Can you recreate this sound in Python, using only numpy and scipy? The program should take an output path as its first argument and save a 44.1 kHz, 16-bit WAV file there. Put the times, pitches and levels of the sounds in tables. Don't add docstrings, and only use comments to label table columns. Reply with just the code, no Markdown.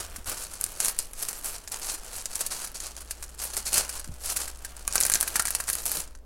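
import sys
import numpy as np
from scipy import signal
from scipy.fft import rfft, irfft, next_fast_len
from scipy.io import wavfile
from scipy.ndimage import uniform_filter1d, map_coordinates

SR = 44100
rng = np.random.default_rng(int(sys.argv[2]) if len(sys.argv) > 2 else 0)


def log_audio(samples):
    frames = np.atleast_2d(samples).T
    limited = np.clip(frames, -1, 1)
    pcm = np.round(limited * 32767).astype(np.int16)
    wavfile.write(sys.argv[1], SR, pcm)


N = 275625

# f/Hz, density/dB per Hz
CRINKLE_COLOUR = [(1200, -26), (2500, -8.5), (3400, -13.5), (4300, -2), (5200, -3), (7000, -0.5),
                  (10000, 2), (11500, -1), (13000, -4.5), (16000, -16)]
# f/Hz, density/dB per Hz
FLAP_COLOUR = [(100, -25), (300, -15.5), (600, -0.5), (1000, -2.5), (1600, 3), (2400, -1.5), (3300, -8.5),
               (5000, -53.5)]


def amp(db):
    return 10 ** (np.asarray(db) / 20)


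def unit(x):
    return x / np.sqrt(np.mean(x ** 2) + 1e-20)


def packet(x):
    return x / (np.linalg.norm(x) + 1e-20)


def along(points, hz):
    f, v = np.transpose(points)
    return np.interp(np.log(hz + 1), np.log(f), v)


def curves(rows):
    s, *cols = np.transpose(rows)
    return [np.interp(np.arange(N) / SR, s, c) for c in cols]


def wobble(knots_per_s):
    knots = rng.standard_normal(int(N * knots_per_s / SR) + 4)
    return map_coordinates(knots, [np.arange(N) * knots_per_s / SR])


def impulse(colour, size=4096):
    cepstrum = irfft(np.log(amp(along(colour, np.fft.rfftfreq(size, 1 / SR)))))
    cepstrum[1:size // 2] *= 2
    cepstrum[size // 2 + 1:] = 0
    return packet(irfft(np.exp(rfft(cepstrum))))


def through(x, response):
    return signal.fftconvolve(x, response)[:len(x)]


def add(track, s, sound):
    part = track[max(round(s * SR), 0):][:len(sound)]
    part += sound[:len(part)]


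def brighten(x, lift_db, hinge_hz=10500):
    dull = signal.sosfiltfilt(signal.butter(2, hinge_hz, fs=SR, output="sos"), x)
    return amp(-lift_db / 4) * (dull + amp(lift_db) * (x - dull))


def background(hum_hz=59.3, drone_hz=77.4, air_db=-45.5):
    # t/s, mains/dB, drone/dB
    tone_levels = [(0, -52, -49), (.4, -56, -57.5), (.8, -67, -60.5), (2.6, -65, -65), (2.88, -51.5, -73),
                   (2.99, -48.5, -81), (4.5, -48, -87), (6.25, -51, -82)]
    # f/Hz, density/dB per Hz
    air_colour = [(20, 7), (30, 0.5), (38, 3.5), (48, -8.5), (60, -15), (85, -14), (120, -21), (280, -22.5),
                  (600, -23.5), (2000, -45), (5000, -45), (16000, -50)]
    turn = 2 * np.pi * np.arange(N) / SR
    hum_db, drone_db = curves(tone_levels)
    hum = amp(hum_db) * np.sin(hum_hz * turn)
    drone = amp(drone_db) * np.sin(drone_hz * turn + .5 * wobble(5.7))
    rumble = unit(through(rng.standard_normal(N), impulse(air_colour, size=16384)))
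    return np.sqrt(2) * (hum + drone) + amp(air_db) * rumble


def room(x, count=16):
    # f/Hz, t60/s
    decay = [(200, 0.084), (1500, 0.5), (8000, 0.13), (16000, 0.061)]
    wet, place = np.zeros(N), np.linspace(0, count - 1, N)
    for k in range(count):
        hz, t, z = signal.stft(rng.standard_normal(SR // 3), SR, nperseg=256)
        fall = amp(-60 * t / along(decay, hz)[:, None])
        onset = 1 - np.exp(-t / 0.0017)
        tail = signal.istft(z * fall * onset, SR, nperseg=256)[1]
        share = np.sqrt(np.maximum(1 - np.abs(place - k), 0))
        wet += through(x * share, packet(tail))
    return wet


def early(x, drift=0.0693):
    # mean delay/s, level/dB
    paths = [(.0033, -33.5), (.0088, -18.5)]
    out = 0
    for delay_s, db in paths:
        lag = SR * delay_s * (1 + drift * wobble(2))
        out = out + amp(db) * map_coordinates(x, [np.arange(N) - lag])
    return out


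def waft(rub, waft_db=-54, follow=0.28, flutter_db=-0.5):
    # f/Hz, density/dB per Hz
    waft_colour = [(20, 12.5), (45, 0), (90, -10), (130, -7.5), (220, -9), (400, -8), (900, -62)]
    effort_db = uniform_filter1d(20 * np.log10(rub / rub.mean()), SR // 12)
    flutter = amp(flutter_db * wobble(14))
    lumps = unit(flutter * through(rng.standard_normal(N), impulse(waft_colour, size=16384)))
    return amp(waft_db + follow * effort_db) * lumps


def bumps():
    # t/s, level before the mix gains/dB, f/Hz, t60/s
    landings = [(0.18, -31, 194, 0.038), (0.276, -27, 120, 0.035), (2.157, -40, 80, 0.15),
                (4.072, -37.5, 230, 0.048), (4.088, -29.5, 84, 0.18), (5.974, -32, 182, 0.065)]
    out, t = np.zeros(N), np.arange(SR // 3) / SR
    for s, db, hz, t60 in landings:
        lowpass = signal.butter(3, 1.62 * hz, fs=SR, output="sos")
        scuff = unit(signal.sosfilt(lowpass, rng.standard_normal(len(t))))
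        envelope = amp(db - 60 * t / t60) * (1 - np.exp(-t / 0.0027))
        add(out, s, envelope * (.7 * np.sin(2 * np.pi * hz * t) + 0.47 * scuff))
    return out


def gesture(start_s, swell_s, hold_s, settle_db_per_s):
    t = np.arange(N) / SR - start_s
    return np.clip(t / swell_s, 0, 1) * amp(-settle_db_per_s * np.maximum(t - swell_s - hold_s, 0))


def handling(settle_db_per_s=262, rub_settle_db_per_s=192):
    # start/s, swell/s, hold/s, crinkle/dB, rub of the whole sheet/dB
    strokes = [(0, 0.0017, 0.0045, -35.5, -42), (.07, 0.045, 0.054, -55, -51.5),
               (.255, 0.019, 0.041, -34, -39.5), (.33, 0.017, .1, -39.5, -49), (.5, 0.011, 0.4, -46, -53.5),
               (.8, 0.0096, 0.063, -30, -41), (.987, 0.0045, 0.0054, -34.5, -49),
               (1.14, .08, 0.015, -36.5, -47), (1.26, 0.016, 0.098, -42.5, -50.5),
               (1.41, 0.067, 0.016, -34.5, -44.5), (1.52, 0.015, 0.015, -40, -49),
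               (1.712, 0.011, 0.047, -40, -45), (1.79, 0.073, 0.073, -35, -46), (2, 0.033, 0.077, -48, -53),
               (2.12, 0.043, 0.038, -37.5, -48), (2.27, 0.093, 0.017, -39.5, -50),
               (2.385, 0.013, .02, -33, -41.5), (2.502, 0.005, .01, -31.5, -41.5),
               (2.54, 0.027, 0.049, -36, -45), (2.742, 0.0089, 0.0066, -37.5, -49.5),
               (2.79, 0.056, 0.014, -36, -44.5), (2.96, 0.012, 0.006, -46.5, -52.5),
               (3.37, 0.052, 0.042, -36.5, -47), (3.49, 0.04, .04, -39, -48),
               (3.565, 0.0043, 0.014, -33, -45.5), (3.65, 0.016, 0.013, -29.5, -44.5),
               (3.715, 0.038, 0.027, -21.5, -31.5), (3.86, 0.088, 0.0078, -38.5, -47.5),
               (4.19, 0.085, 0.047, -33.5, -44.5), (4.37, 0.041, 0.008, -30.5, -41),
               (4.59, 0.01, 0.28, -62, -57), (4.87, 0.098, 0.11, -36, -42.5), (5.09, 0.07, 0.16, -41, -47),
               (5.33, 0.019, 0.0081, -34.5, -38.5), (5.44, 0.013, 0.18, -43.5, -53),
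               (5.665, 0.012, .15, -38.5, -49.5), (5.84, 0.033, 0.11, -32.5, -44)]
    stir = (0.0043, .01, 6.0, -56.5, -59.5)
    crinkle_power, rub_power = 0, 0
    for s, swell, hold, crinkle_db, rub_db in [*strokes, stir]:
        crinkle_power = crinkle_power + (amp(crinkle_db) * gesture(s, swell, hold, settle_db_per_s)) ** 2
        rub_power = rub_power + (amp(rub_db) * gesture(s, swell, hold, rub_settle_db_per_s)) ** 2
    return np.sqrt(crinkle_power + 1e-12), np.sqrt(rub_power + 1e-12)


def click(t, hz, cycles):
    u = t * hz / cycles
    return u * np.exp(-u) * np.sin(2 * np.pi * hz * t)


def crackle(folds_per_s, spread_db, count=100):
    folds = rng.random((int(folds_per_s * N / SR), 3))
    start = (folds[:, 0] * (N - count)).astype(int)
    size = amp(spread_db * np.minimum(-np.log(1 - folds[:, 1]), 3))
    t = np.arange(count) / SR
    hz = 5000 * 3.6 ** folds[:, 2:]
    rasp = rng.standard_normal((len(folds), count)) * amp(-60 * t / 0.016)
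    shapes = signal.fftconvolve(rasp, click(t, hz, 0.25), axes=1)[:, :count]
    shapes *= (size / np.linalg.norm(shapes, axis=1))[:, None]
    places = start[:, None] + np.arange(count)
    clicks = np.bincount(places.ravel(), shapes.ravel(), N)
    pushes = np.bincount(start, size * rng.choice([-1, 1], len(size)), N)
    return unit(clicks), unit(pushes)


def strays(crinkle, stray_db=-48, flap_db=-14):
    clicks, pushes = crackle(folds_per_s=30, spread_db=3.5)
    ticks = unit(through(clicks, impulse(CRINKLE_COLOUR)))
    flaps = through(pushes, impulse(FLAP_COLOUR))
    return amp(stray_db) * np.sqrt(crinkle / crinkle.mean()) * (ticks + amp(flap_db) * flaps)


def rustle(crinkle, rub, crinkle_db=-4, hiss_db=-2, push_db=-2, rub_db=-0.5,
           clump_db=2.2, tilt_db=4.0, merge=0.24, sweep_db=-36):
    # f/Hz, density/dB per Hz
    rub_colour = [(60, -22.5), (140, -5), (280, -4), (450, 2), (750, 3.5), (1050, 2), (1400, 3),
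                  (2100, -4.5), (3000, -1.5), (5000, -12)]
    # t/s, mean treble lift/dB
    tautness = [(0, -9), (.3, 2), (.6, -6), (.87, 2), (1.25, -1), (1.5, 2), (1.9, -8), (2.4, -4),
                (2.85, -14.5), (3.45, 0), (4, -9), (4.3, -1), (4.7, -15), (5.1, 1), (5.5, -8), (5.75, 1),
                (5.97, 4), (6.25, -8)]
    clicks, pushes = crackle(folds_per_s=480, spread_db=2.0)
    clumps = amp(clump_db * unit(wobble(90) + wobble(220)))
    ticks = amp(crinkle_db - merge * (20 * np.log10(crinkle) - sweep_db))
    hiss = amp(hiss_db)
    fine = (ticks * clicks + hiss * rng.standard_normal(N)) / np.hypot(ticks, hiss)
    fine = unit(through(fine, impulse(CRINKLE_COLOUR)))
    fine = brighten(fine, curves(tautness)[0] + tilt_db * wobble(43))
    broad = amp(push_db) * pushes + amp(rub_db) * rng.standard_normal(N)
    broad = through(broad, impulse(rub_colour))
    return clumps * (crinkle * fine + rub * broad)


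def snaps(shiver_db=0, flap_db=0, ring_db=0, shiver_t60=0.032, jerk_db=-3, lift_db=12, count=3):
    # t/s, base level/dB, base f/Hz, shiver re base/dB, flap and ring re base/dB
    creases = [(0.161, -37, 8250, 7.5, -0.5), (0.297, -27, 9900, -3, -21), (.537, -33, 8700, -1, -10),
               (.612, -21, 9900, -14, -20), (.641, -16.5, 8960, -15, -21), (.664, -29.5, 8300, -16, -11),
               (0.803, -17, 8300, -5, -15), (.848, -18.5, 9600, -15, -18), (.858, -20, 8000, -7, -28),
               (.883, -19, 9400, -2.5, -11), (.894, -27, 8500, -12, -23), (0.989, -16.5, 8800, -7, -26),
               (1.134, -33.5, 9300, -5, -10), (1.226, -24, 9650, 0.5, -15), (1.286, -26, 8400, 3.5, -11),
               (1.33, -31, 8200, -11, -16), (1.676, -34, 5860, 1.5, -5.5), (1.719, -29, 8600, 3.5, -23),
               (2.257, -23.5, 6950, -5, -14.5), (2.356, -21.5, 8200, -10, -29),
               (2.408, -24, 8200, 3.5, -10), (2.464, -26, 8800, 4, -25), (2.646, -33, 8500, 6, -13),
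               (2.673, -37, 8800, 4.5, -4), (2.803, -28.5, 6850, -3, -21), (3.007, -38, 9150, 0, -7),
               (3.109, -28, 8500, 4.5, -7), (3.226, -34, 8400, 4, -4), (3.239, -36, 7900, 1, -10),
               (3.568, -22, 7700, -10, -13), (3.742, -18, 8950, 0, -24), (3.780, -15, 7900, -1, -23),
               (3.893, -28.5, 8400, 4.5, -8), (3.996, -32, 9300, 2, -11), (4.044, -36.5, 7600, -4, -6.5),
               (4.258, -29, 8850, 3, -19), (4.299, -31.5, 8800, 10.5, -4.5), (4.363, -30.5, 8500, 10, -5),
               (4.369, -25.5, 9400, 6, -7.5), (4.478, -33.5, 7600, 4.5, -3.5), (4.648, -32, 7950, 4.5, -2),
               (4.878, -17.5, 8600, -12.5, -11), (4.926, -24.5, 7200, -20, -17), (4.956, -15, 9100, -1, -7),
               (4.980, -19.5, 5770, -10, -10.5), (5.004, -16, 9300, -16, -23),
               (5.010, -14.5, 8950, -5, -17), (5.027, -21, 9550, -13, -20), (5.035, -16.5, 6400, -7, -21),
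               (5.052, -17.5, 9400, -5, -9), (5.065, -18.5, 9200, -4, -16), (5.099, -15.5, 9300, -9, -10),
               (5.118, -23.5, 8400, 7, -3.5), (5.138, -13, 7040, -11, -25), (5.146, -19, 10100, -1, -10),
               (5.155, -17, 6400, -2, -8), (5.204, -23, 9800, -23, -13), (5.210, -14.5, 9500, -12, -22),
               (5.228, -19, 9600, -4.5, -8), (5.277, -26.5, 9700, 6, -3), (5.357, -24.5, 7800, 10, 3),
               (5.367, -23.5, 8600, -8, -7), (5.396, -20, 8500, 5, 1.5), (5.423, -24, 9500, -7, -22),
               (5.454, -21.5, 9000, -0.5, -7.5), (5.472, -22.5, 8000, -6.5, -20),
               (5.481, -28.5, 8500, 5.5, -0.5), (5.506, -21, 10300, -3, -12.5),
               (5.550, -17.5, 9000, -1, -11), (5.602, -28, 8600, 6, 0.5), (5.682, -27.5, 8300, -3, -4.5),
               (5.689, -22.5, 8500, -0.5, -7), (5.700, -19, 9400, -4, -10.5),
               (5.731, -21.5, 10000, -1, -22), (5.753, -21.5, 9500, -22, -12.5),
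               (5.856, -22, 9800, -19, -29), (5.863, -20, 9600, -5, -17), (5.917, -19.5, 10600, -6, -18),
               (6.004, -26, 8450, -8, -17), (6.151, -46.5, 5900, 1, -1)]
    # f/Hz, level/dB, t60/s
    sheet_modes = [(1615, 3.5, 0.051), (1890, 3.5, 0.017), (1380, -5.5, 0.034), (1140, -3.5, 0.033),
                   (680, -16, 0.039)]
    out, t = np.zeros(N), np.arange(SR // 12) / SR
    crinkle, flap = impulse(CRINKLE_COLOUR), impulse(FLAP_COLOUR)
    span = np.sqrt(.002 * SR)
    cycles, tick_db, lead_db, flap_t60, mode_scatter_db = .85, .5, -20, .03, 4
    for s, db, hz, after_db, low_db in creases:
        grit = rng.standard_normal((3, len(t)))
        lags = 0.000446 * (np.arange(count) + .5 + rng.random(count))
        jerks = 0
        for k, lag in enumerate(lags):
            jerk_hz = hz * rng.lognormal(0, 0.047)
            jerks = jerks + amp(-2 * k) * click(np.maximum(t - lag, 0), jerk_hz, cycles / 2)
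        tick = packet(packet(click(t, hz * 1.053, cycles)) + amp(jerk_db) * packet(jerks))
        shiver = grit[0] * (1 - np.exp(-t / 0.0029)) * amp(-60 * t / shiver_t60)
        shiver = packet(brighten(through(shiver, crinkle), lift_db * np.log2(hz / 8500)))
        puff = grit[1] * (amp(-60 * t / flap_t60) + 3 * amp(-60 * t / .007))
        puff = packet(through(puff, flap))
        ring = 0
        for f, level, t60 in sheet_modes:
            mode = amp(level + rng.normal(0, mode_scatter_db) - 60 * t / t60)
            ring = ring + mode * np.sin(2 * np.pi * f * rng.normal(1, 0.031) * t)
        body = packet(puff + amp(ring_db + .5 * low_db) * packet(ring))
        snap = amp(tick_db) * tick + amp(after_db + shiver_db) * shiver + amp(low_db + flap_db) * body
        add(out, s, span * amp(db) * snap)
        lead_s = rng.uniform(0.0024, 0.0099)
        creak = packet(through(grit[2] * (t < lead_s), crinkle))
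        add(out, s - lead_s, span * amp(db + lead_db) * creak)
    return out


def scene(wet_db=-15.5):
    crinkle, rub = handling()
    near = snaps() + rustle(crinkle, rub) + strays(crinkle) + bumps()
    return (near + early(near) + amp(wet_db) * room(near) + waft(rub) + background())[None]


def record(dry, top_hz=15950):
    m = next_fast_len(N + SR // 2)
    spectrum = rfft(np.clip(dry, -1, 1), m)
    return irfft(spectrum * (np.fft.rfftfreq(m, 1 / SR) < top_hz), m)[..., :N]


dry = scene()
out = record(dry)
log_audio(out)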